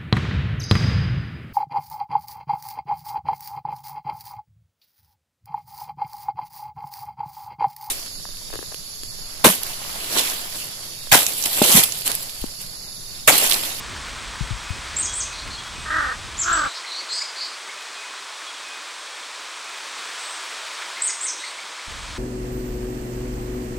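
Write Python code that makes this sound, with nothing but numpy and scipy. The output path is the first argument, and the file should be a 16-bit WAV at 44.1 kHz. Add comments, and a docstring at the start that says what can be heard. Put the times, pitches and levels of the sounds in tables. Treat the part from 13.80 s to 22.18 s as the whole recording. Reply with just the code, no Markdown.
"""A distant hush fills a leafy garden; three soft bumps come on the left and a crow gives two rasping caws.
High arched squeaks, husky chirps, faint whistles and pips sound in the trees, and leaves stir.
The crow is a pulse source ringing in throat resonances; the small birds are tones swept and shaken in pitch.
Hush, rumble and leaves are coloured noise, the bumps are damped sines, and scatter follows each bird call.
For about five seconds the sound turns mono and loses its bass."""
import sys
import numpy as np
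from scipy import signal
from scipy.fft import rfft, irfft
from scipy.io import wavfile
from scipy.ndimage import uniform_filter1d

SR = 44100
rng = np.random.default_rng(int(sys.argv[2]) if len(sys.argv) > 2 else 0)


def transcribe(signal):
    """Save signal, clipped to [-1, 1], as a 16-bit WAV file at the path in sys.argv[1]."""
    frames = np.atleast_2d(signal).T
    limited = np.clip(frames, -1, 1)
    pcm = np.round(limited * 32767).astype(np.int16)
    wavfile.write(sys.argv[1], SR, pcm)


N = 369558  # samples
T = np.arange(N) / SR  # seconds


def from_db(db):
    """Decibels are logarithmic: 20 dB is a factor of ten in amplitude."""
    return 10 ** (np.asarray(db) / 20)


def rms_one(x):
    """Normalisation to unit root-mean-square amplitude."""
    return x / np.sqrt(np.mean(x ** 2) + 1e-20)


def ramp(t, length_s):
    """Linear onset: climbs from 0 to 1 over the given length, starting at t = 0."""
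    return np.clip(t / length_s, 0, 1)


def bell(t, width_s):
    """Gaussian swell of height 1 around t = 0."""
    return np.exp(-(t / width_s) ** 2)


def phase_of(hz):
    """Phase is the running integral of frequency."""
    return 2 * np.pi * np.cumsum(hz) / SR


def at_hz(points, hz):
    """Spectral interpolation on a log-frequency axis."""
    f, value = np.transpose(points)
    return np.interp(np.log(hz + 1e-3), np.log(f), value)


def butter(x, hz, kind, order=2):
    """Butterworth filtering: a maximally flat passband."""
    return signal.sosfilt(signal.butter(order, hz, kind, fs=SR, output="sos"), x)


def wobble(rate_hz, size):
    """Low-passed noise: a smooth random modulation of unit RMS."""
    noise = rng.standard_normal(size + SR // 4)
    return rms_one(butter(noise, rate_hz, "low")[-size:])  # the filter has settled by then


def resonate(x, hz, width_hz):
    """Resonance by frequency shifting and one-pole smoothing: peak gain 1, the centre may move."""
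    r = np.exp(-np.pi * width_hz / SR)
    turn = np.exp(1j * phase_of(hz * np.ones(len(x))))
    return 2 * np.real(turn * signal.lfilter([1 - r], [1, -r], x / turn))


def add(out, start_s, sound):
    """Superposition: mixes a sound in at its time."""
    at = int(start_s * SR)
    out[at:at + len(sound)] += sound[:N - at]


# The crow's caws. Each row: start in seconds, time of highest pitch in s, time of greatest loudness in s,
# end in s, attack in s, release in s, top pitch in Hz, level of the throat sound in dB,
# rasp rate at top pitch in Hz, rasp depth 0-1, pitch drop in each rasp as a share, roughness 0-1,
# upper rasp in dB re throat sound, low harmonics at mid-caw in dB re throat sound,
# low, middle and high throat resonances at full effort in Hz.
CAWS = [(2.101, 2.165, 2.172, 2.347, .002, .022, 318, -22.8, 52, .3, .1, .54, -20, -16.5, 1340, 1610, 1820),
        (2.642, 2.70, 2.73, 2.878, .04, .003, 352, -20.2, 56, .45, .16, .44, -16, -15.5, 1200, 1425, 1680)]
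# Throat resonances, low to high. Each row: width in Hz, gain in the first caw in dB, in the second caw in dB.
THROAT = [(260, 2, -3.5), (260, 2.5, 0), (240, 1.5, -7)]
THROAT_BAND_HZ = (1060, 1960)  # the band in which the throat radiates
# A caw's pitch lifts a little and then sags; its level swells and fades.
CAW_RISE_HZ_PER_S, CAW_SAG_HZ_PER_S, CAW_SWELL_DB_PER_S, CAW_FADE_DB_PER_S = 250, 510, 40, 45
# The beak opens with effort and lifts the throat resonances.
THROAT_LIFT_PER_DB = .004  # share of their pitch
# A soft croak leads into each caw: its length, and its level re full voice.
CROAK_S, CROAK_DB = .05, -7


def crow(jitter=0.057, noise_share=.45, upper_hz=3200, low_waver=0.96, low_tilt=0.35,
         low_growth_db_per_s=12, air_db=-40):
    """Source-filter principle: uneven syrinx pulses, chopped and swayed by a rasp, ring in the throat."""
    out = np.zeros(N)
    for k, row in enumerate(CAWS):
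        start, highest, loudest, end, attack, release, top_hz, top_db = row[:8]
        rasp_hz, depth, drop, rough, upper_db, low_db, *throat_hz = row[8:]
        t = np.arange(start - CROAK_S, end, 1 / SR)
        pitch = top_hz - np.maximum(CAW_RISE_HZ_PER_S * (highest - t), CAW_SAG_HZ_PER_S * (t - highest))
        croak_db = CROAK_DB * (1 - ramp(t - start, attack))
        effort_db = croak_db - np.maximum(CAW_SWELL_DB_PER_S * (loudest - t),
                                          CAW_FADE_DB_PER_S * (t - loudest))
        envelope = from_db(top_db + effort_db) * ramp(t - t[0], 2 * attack) * ramp(end - t, release)

        # The rasp rate follows the pitch, and the pitch drops within each rasp burst.
        rasp = phase_of(rasp_hz * pitch / top_hz * (1 + .055 * rough * wobble(30, len(t))))
        rasp = rasp - np.interp(highest, t, rasp)
        burst_place = (rasp / (2 * np.pi) + .25) % 1
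        sway = phase_of(pitch * drop * (.5 - burst_place))
        phase = phase_of(pitch)
        shaken = phase + 2 * np.pi * jitter * rough * wobble(150, len(t)) + sway

        # One pulse per cycle, with hiss that opens and closes along with it.
        pulses = rms_one(np.maximum(np.diff(np.floor(shaken / (2 * np.pi)), prepend=0), 0))
        hiss = rng.standard_normal(len(t)) * (1 + np.cos(shaken)) / 2
        source = pulses - pulses.mean() + noise_share * rough * rms_one(hiss)

        voice = np.zeros(len(t))
        lift = 1 + THROAT_LIFT_PER_DB * effort_db
        for n, (width, *gains) in enumerate(THROAT):
            # Neighbouring resonances have opposite signs.
            voice += (-1) ** n * from_db(gains[k]) * resonate(source, throat_hz[n] * lift, width)
        voice = rms_one(butter(voice, THROAT_BAND_HZ, "band", order=6))
        # The bird holds its effort steady while the cycles vary.
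        voice = voice / np.sqrt(uniform_filter1d(voice ** 2, size=600) + 1e-3)
        upper = rms_one(resonate(resonate(source, upper_hz, 2400), upper_hz, 2400))

        # The first three harmonics waver slightly less and gain weight through the caw.
        low_phase = phase + low_waver * (shaken - phase)
        low = rms_one(sum(n ** low_tilt * np.sin(n * low_phase) for n in range(1, 4)))
        low_gain = from_db(low_db + low_growth_db_per_s * (t - t.mean()))
        caw = voice + from_db(upper_db) * upper + low_gain * low + from_db(air_db) * source
        add(out, t[0], envelope * rms_one(1 + depth * np.cos(rasp)) * caw)
    return out


# High stepped squeaks. Each row: start in seconds, accent in s, high note in s, low note in s, fall in s,
# end in s, top pitch before the sag in Hz, low note in Hz, middle of the fall in Hz,
# accent in dB, high note in dB, low note in dB, fall in dB, swell of the high note in dB,
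# warble of the high note as a share of pitch.
SQUEAKS = [(1.157, 1.170, 1.184, 1.224, 1.261, 1.272, 8450, 6600, 5200, -18, -16.5, -25, -29, -8, .015),
           (1.324, 1.339, 1.345, 1.405, 1.421, 1.432, 8450, 6350, 5200, -22.5, -29.5, -21.5, -30, 0, .05),
           (2.569, 2.580, 2.586, 2.621, 2.633, 2.648, 7600, 6400, 5700, -34, -23.5, -22, -29, 0, .024),
           (2.708, 2.730, 2.735, 2.768, 2.782, 2.797, 8020, 6100, 4750, -20.5, -27.5, -36, -35, -5, .014),
           (7.207, 7.224, 7.232, 7.277, 7.296, 7.318, 8620, 6700, 5450, -16.5, -23, -26.5, -28.5, -1, .04),
           (7.401, 7.414, 7.420, 7.468, 7.483, 7.510, 8500, 6450, 5800, -29, -29.5, -29, -26, 0, .056)]
# The high note swoops up from below and sags; a faint tone and an accent sound on the way up.
SWOOP_FROM_HZ, SWOOP_S, SQUEAK_SAG_HZ_PER_S = 5000, 0.0087, 5000
SWOOP_DB, ACCENT_WIDTH_S = -37.5, 0.0036
# The voice breaks to the low note, which falls away at the end.
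BREAK_S, FALL_HZ_PER_S = 0.00397, 32000


def squeaks(warble_hz=290, unevenness=.35, flutter_db=3.0, attack_s=.005, warble_grow_s=0.028,
            low_warble=0.037, fall_warble=0.073):
    """Frequency modulation: a tone swoops to a high note, breaks to a low one and falls, warbling unevenly."""
    out = np.zeros(N)
    for row in SQUEAKS:
        start, accent_s, high_s, break_s, fall_s, end, top_hz, low_hz, fall_hz = row[:9]
        accent_db, high_db, low_db, fall_db, swell_db, warble = row[9:]
        t = np.arange(start, end, 1 / SR)
        # Three overlapping shares: high note, low note and fall.
        high = ramp(break_s - t, BREAK_S)
        fall = ramp(t - fall_s + BREAK_S, BREAK_S)
        low = (1 - high) * (1 - fall)

        swoop_hz = (top_hz - SWOOP_FROM_HZ) * np.exp((start - t) / SWOOP_S)
        high_hz = top_hz - swoop_hz - SQUEAK_SAG_HZ_PER_S * (t - start)
        falling_hz = fall_hz - FALL_HZ_PER_S * (t - (fall_s + end) / 2)
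        pitch = high * high_hz + low * low_hz + fall * falling_hz

        held = from_db(high_db + swell_db * ramp(t - high_s, break_s - high_s)) * ramp(t - high_s, attack_s)
        high_gain = from_db(SWOOP_DB) + held + from_db(accent_db) * bell(t - accent_s, ACCENT_WIDTH_S)
        gain = high * high_gain + low * from_db(low_db) + fall * from_db(fall_db)

        spread = high * warble * ramp(t - start, warble_grow_s) + low * low_warble + fall * fall_warble
        shake = np.sqrt(2) * np.sin(phase_of(warble_hz * (1 + unevenness * wobble(199, len(t)))))
        tone = np.sin(phase_of(pitch * (1 + spread * shake)))
        flutter = from_db(flutter_db * wobble(180, len(t)))
        add(out, start, tone * gain * flutter * signal.windows.tukey(len(t), .06))
    return out


# Husky chirps. Each row: start in seconds, length in s, top pitch in Hz, level in dB before chirp_db is added,
# swell over its length in dB, tremor as a share of pitch, regularity of the tremor 0-1,
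# upper tone in Hz, upper tone in dB re lower tone.
CHIRPS = [(1.522, 0.11, 4130, -36, 0, 0.088, 0.7, 5670, -12),
          (1.699, 0.066, 4270, -35.5, 4, .07, 0.65, 6200, -20),
          (2.868, 0.065, 3980, -37, 2.5, .07, .7, 7600, -12),
          (2.938, .05, 4500, -34.5, 5, 0.14, 0.7, 5500, -9),
          (3.059, 0.071, 4070, -35.5, 2.5, 0.062, .65, 5670, -19.5),
          (3.115, 0.058, 4140, -31.5, 1, 0.072, 0.75, 5800, -15),
          (3.161, .06, 4450, -31, -1, 0.059, .7, 5800, -17),
          (3.287, 0.05, 4220, -30.5, 3, 0.057, 0.82, 7500, -12),
          (3.314, .085, 4655, -27.5, 0, 0.073, 0.88, 8070, -8),
          (3.373, 0.059, 4920, -27, 8, .03, 0.9, 7060, -11.5),
          (3.556, .055, 4410, -33, 4, 0.074, 0.8, 7000, -19),
          (3.604, .075, 4630, -29, -9, .066, 0.89, 7000, -22),
          (7.581, .05, 3900, -39, 2.5, .04, .6, 8240, -4),
          (7.629, .065, 4220, -37, 2.5, .11, 0.7, 8240, -6)]
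# A chirp slides up to its top pitch: start as a share of the top, slide time, share of its length spent fading.
CHIRP_FROM, CHIRP_SLIDE_S, CHIRP_TAPER = .95, 0.0183, 0.24


def chirps(tremor_hz=305, unevenness=0.2, upper_tremor=.009, hiss_hz=6500, hiss_width_hz=1700, hiss_db=-3,
           throb_hz=45):
    """Two-voice syrinx: fast FM makes one tone husky; the other side adds a steadier one and throbbing hiss."""
    out = np.zeros(N)
    for start, length, top_hz, level_db, swell_db, tremor, steady_share, upper_hz, upper_db in CHIRPS:
        size = int(length * SR)
        ratio = CHIRP_FROM + (1 - CHIRP_FROM) * ramp(np.arange(size) / SR, CHIRP_SLIDE_S)
        shape_db = swell_db * np.linspace(-.5, .5, size)
        beat_hz = tremor_hz * (1 + unevenness * (1 - steady_share) * wobble(56, size))
        beat = np.sqrt(2) * np.sin(phase_of(beat_hz))
        shake = steady_share * beat + (1 - steady_share) * wobble(tremor_hz, size)
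        lower = np.sin(phase_of(top_hz * ratio * (1 + tremor * shake)))

        upper = np.sin(phase_of(upper_hz * ratio * (1 + upper_tremor * wobble(tremor_hz, size))))
        hiss = resonate(rng.standard_normal(size), hiss_hz, hiss_width_hz)
        hiss = rms_one(resonate(hiss, hiss_hz, hiss_width_hz))
        throb = (1 + np.cos(phase_of(throb_hz * ratio))) / 2
        upper = upper + from_db(hiss_db) * hiss * throb
        envelope = from_db(level_db + shape_db) * signal.windows.tukey(size, CHIRP_TAPER)
        add(out, start, (lower + from_db(upper_db) * upper) * envelope)
    return out


# Thin whistles. Each row: start in seconds, length in s, note name, level in dB before far_db is added.
WHISTLES = [(.82, 0.15, "low", -42), (1.26, 0.096, "middle", -36.5), (1.343, 0.083, "middle", -45),
            (1.44, .13, "low", -44.5), (1.77, 0.051, "middle", -36.5), (1.94, .1, "low", -45),
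            (1.98, .08, "high", -46), (3.95, 0.11, "low", -44), (4.15, .1, "low", -42),
            (4.66, 0.06, "middle", -39), (4.82, 0.12, "low", -43), (5.31, .08, "middle", -46.5),
            (5.86, .08, "low", -44), (6.36, 0.23, "high", -42)]
# Pitch of each named note in Hz.
WHISTLE_HZ = {"low": 2520, "middle": 3310, "high": 8200}
# Waver of each named note as a share of its pitch.
WHISTLE_WAVER = {"low": 0.0076, "middle": 0.0018, "high": 0.0206}
# Short rising pips. Each row: middle in seconds, level in dB before far_db is added.
PIPS = [(2.52, -42), (2.85, -33), (3.047, -33), (3.213, -37), (3.418, -31.5), (3.896, -32.5), (4.24, -36),
        (7.175, -31), (7.297, -31), (7.462, -33.5), (7.641, -30), (7.791, -33), (7.995, -33.5)]
PIP_HZ, PIP_SCATTER = 2114, 0.0196  # mean pitch, and its spread between pips as a share


def far_birds(pip_s=.022, pip_rise=0.21, pip_rough=0.044):
    """Sinusoidal tones: level whistles waver slowly in pitch; very short pips glide roughly upward."""
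    out = np.zeros(N)
    for start, length, note, level_db in WHISTLES:
        size = int(length * SR)
        hz = WHISTLE_HZ[note] * (1 + WHISTLE_WAVER[note] * wobble(61, size))
        envelope = from_db(level_db) * signal.windows.tukey(size, .5)
        add(out, start, envelope * np.sin(phase_of(hz)))
    glide = np.linspace(-.5, .5, int(pip_s * SR))
    for s, level_db in PIPS:
        hz = PIP_HZ * (1 + PIP_SCATTER * rng.standard_normal() + pip_rough * wobble(400, len(glide)))
        tone = np.sin(phase_of(hz * (1 + pip_rise * glide)))
        add(out, s - pip_s / 2, from_db(level_db) * np.hanning(len(glide)) * tone)
    return out


# Bumps on the microphone. Each row: start in seconds, pitch in Hz,
# height in dB before rise, decay and channel gain, 60 dB decay time in s.
BUMPS = [(0.608, 128, -5.5, 0.0403), (.618, 48, -13.5, 0.11), (0.707, 108, -10, 0.061),
         (0.721, 50.2, -16.5, 0.14), (0.904, 86.5, -8, 0.047)]


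def bumps(rise_s=0.004, left_db=3, right_db=-22):
    """Damped oscillation: soft thuds die away exponentially, almost only on the left."""
    out = np.zeros(N)
    t = np.arange(SR // 4) / SR
    for s, hz, height_db, t60 in BUMPS:
        envelope = from_db(height_db - 60 * t / t60) * (1 - np.exp(-t / rise_s))
        add(out, s, envelope * np.sin(2 * np.pi * hz * t))
    return out * from_db([[left_db], [right_db]])


def wall_echo(x, delay_s=.0222, echo_db=-9):
    """Specular reflection: a nearby wall returns one delayed, weaker copy."""
    return x + from_db(echo_db) * np.interp(T - delay_s, T, x, left=0)


def garden(x, wet_db, t60, width, first_s):
    """Diffuse scattering: trunks, leaves and walls return dense echoes that decay exponentially."""
    t = np.arange(int(.7 * SR)) / SR
    mid, side = rng.standard_normal((2, len(t))) * from_db(-60 * t / t60) * (t > first_s)
    scatter = (mid + width * side * [[1], [-1]]) / np.sqrt(np.sum(mid ** 2))
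    return x + from_db(wet_db) * signal.fftconvolve(x[None], scatter, axes=1)[:, :N]


# Single brief rustles. Each row: middle in seconds, length in s, centre in Hz,
# width of each resonance in Hz, level in dB before the fade in and out.
RUSTLES = [(7.023, 0.033, 2000, 1800, -33), (7.199, .06, 2000, 1200, -37), (7.302, 0.033, 1450, 700, -38)]


def rustles():
    """Frictional noise: a few leaves brush together more strongly, as noise through two resonances."""
    out = np.zeros(N)
    for s, length, hz, width_hz, level_db in RUSTLES:
        size = int(length * SR)
        brush = resonate(rng.standard_normal(size), hz, width_hz)
        brush = rms_one(resonate(brush, hz, width_hz))
        add(out, s - length / 2, from_db(level_db) * np.hanning(size) * brush)
    return out


# Light gusts that swell the hush and stir the nearer leaves.
# Each row: peak in seconds, half-width in s, swell of the hush in dB, level of the leaves in dB before flutter.
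GUSTS = [(.25, 0.44, 1, -46), (1.1, 0.19, 1.5, -55), (6.5, 0.517, 3, -58), (7.08, .22, 1.5, -48)]


def leaf_ticks(calm_per_s=14, gust_per_s=55, tick_db=-43.5, spread_db=5, low_hz=1100, high_hz=2300,
               width_hz=450):
    """Random point process: leaves brush in short, soft ticks, more often in a gust."""
    out = np.zeros(N)
    size = SR // 60
    rate = calm_per_s + gust_per_s * sum(bell(T - s, width) for s, width, *_ in GUSTS)
    for s in T[rng.random(N) < rate / SR]:
        brush = rms_one(resonate(rng.standard_normal(size), rng.uniform(low_hz, high_hz), width_hz))
        level_db = tick_db + spread_db * rng.uniform(-1.2, 1)
        add(out, s, from_db(level_db) * np.hanning(size) * brush)
    return out


# Left-right likeness of the noise. Each row: frequency in Hz, likeness 0-1.
LIKENESS = [(25, 0.44), (120, 0.93), (250, 0.84), (600, 0.66), (1700, 0.92), (2300, 1), (4000, 1),
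            (8000, 1)]


def stereo_noise(spectrum):
    """Interchannel coherence: coloured noise, widest in the deep bass and mono in the treble."""
    hz = np.fft.rfftfreq(N, 1 / SR)
    alike = np.clip(at_hz(LIKENESS, hz), 0, 1)
    mid, side = rfft(rng.standard_normal((2, N))) * from_db(at_hz(spectrum, hz))
    return rms_one(irfft(np.sqrt(1 + alike) * mid + np.sqrt(1 - alike) * side * [[1], [-1]], N))


# Colour of the stirring leaves. Each row: frequency in Hz, relative density in dB per Hz.
STIR_COLOUR = [(500, -40), (1100, 1), (1500, 1), (2400, -4), (4000, -26), (9000, -49)]


def leaves(flutter_db=2, calm_db=-60):
    """Amplitude-modulated noise: light stirs of air rustle the nearer leaves."""
    stir = from_db(calm_db) + sum(from_db(level_db) * bell(T - s, width) for s, width, _, level_db in GUSTS)
    return stir * from_db(flutter_db * wobble(11, N)) * stereo_noise(STIR_COLOUR)


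# Colour of the far hush. Each row: frequency in Hz, relative density in dB per Hz.
HUSH = [(180, -28), (300, -10), (509, -6.5), (631, -3.5), (781, -4), (1000, 2), (2070, -2), (2480, -1),
        (2740, -4), (3400, -1.5), (7020, -9), (8140, -8), (11700, -25.5), (14500, -41), (15500, -28)]
# Colour of the low rumble. Each row: frequency in Hz, relative density in dB per Hz.
RUMBLE = [(12, -23), (22, -4), (38, 1.5), (56, 3.5), (90, -5), (130, -10), (190, -12.5), (290, -16),
          (420, -19.5), (650, -28), (1500, -67)]


def background(hush_db=-35.5, rumble_db=-40, lumps_db=2.0):
    """Coloured noise: the far hush of leaves and town swells with each gust over a lumpy rumble."""
    swell_db = sum(lift_db * bell(T - s, width) for s, width, lift_db, _ in GUSTS)
    hush = from_db(hush_db + swell_db) * stereo_noise(HUSH)
    rumble = from_db(rumble_db + lumps_db * wobble(7.1, N)) * stereo_noise(RUMBLE)
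    return hush + rumble


def scene(crow_db=0.0, squeak_db=0, chirp_db=1.0, far_db=2):
    """Superposition of all sources: the crow's scatter is wide; the small birds sit in the middle."""
    caws = garden(from_db(crow_db) * wall_echo(crow()), wet_db=-9.5, t60=0.069, width=2.0, first_s=0.0026)
    near = garden(from_db(squeak_db) * squeaks(), wet_db=-1, t60=0.45, width=0, first_s=0.0045)
    husky = garden(from_db(chirp_db) * chirps(), wet_db=-3.0, t60=0.42, width=0, first_s=0.0038)
    far = garden(from_db(far_db) * far_birds(), wet_db=-3.5, t60=0.55, width=0, first_s=0.0066)
    birds = caws + near + husky + far
    return birds + bumps() + rustles() + leaf_ticks() + leaves() + background()


BASS_GAP_S = (2.886, 8.075)  # start and end of the mono, bass-poor stretch
CUTOFF_HZ = 15800


def record(dry, low_cut_hz=325, leak_db=-48):
    """Linear filtering: one stretch is mono and nearly without bass; the top is always cut."""
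    mono = dry.mean(axis=0)
    thin = butter(butter(mono, low_cut_hz, "high"), low_cut_hz, "high", order=3)
    thin = thin + from_db(leak_db) * mono
    inside = (T > BASS_GAP_S[0]) & (T < BASS_GAP_S[1])
    share = uniform_filter1d(1.0 * inside, size=400)  # a short crossfade at either end
    top_cut = signal.ellip(12, .1, 90, CUTOFF_HZ, fs=SR, output="sos")
    return signal.sosfilt(top_cut, dry + share * (thin - dry))


dry = scene()
out = record(dry)
transcribe(out)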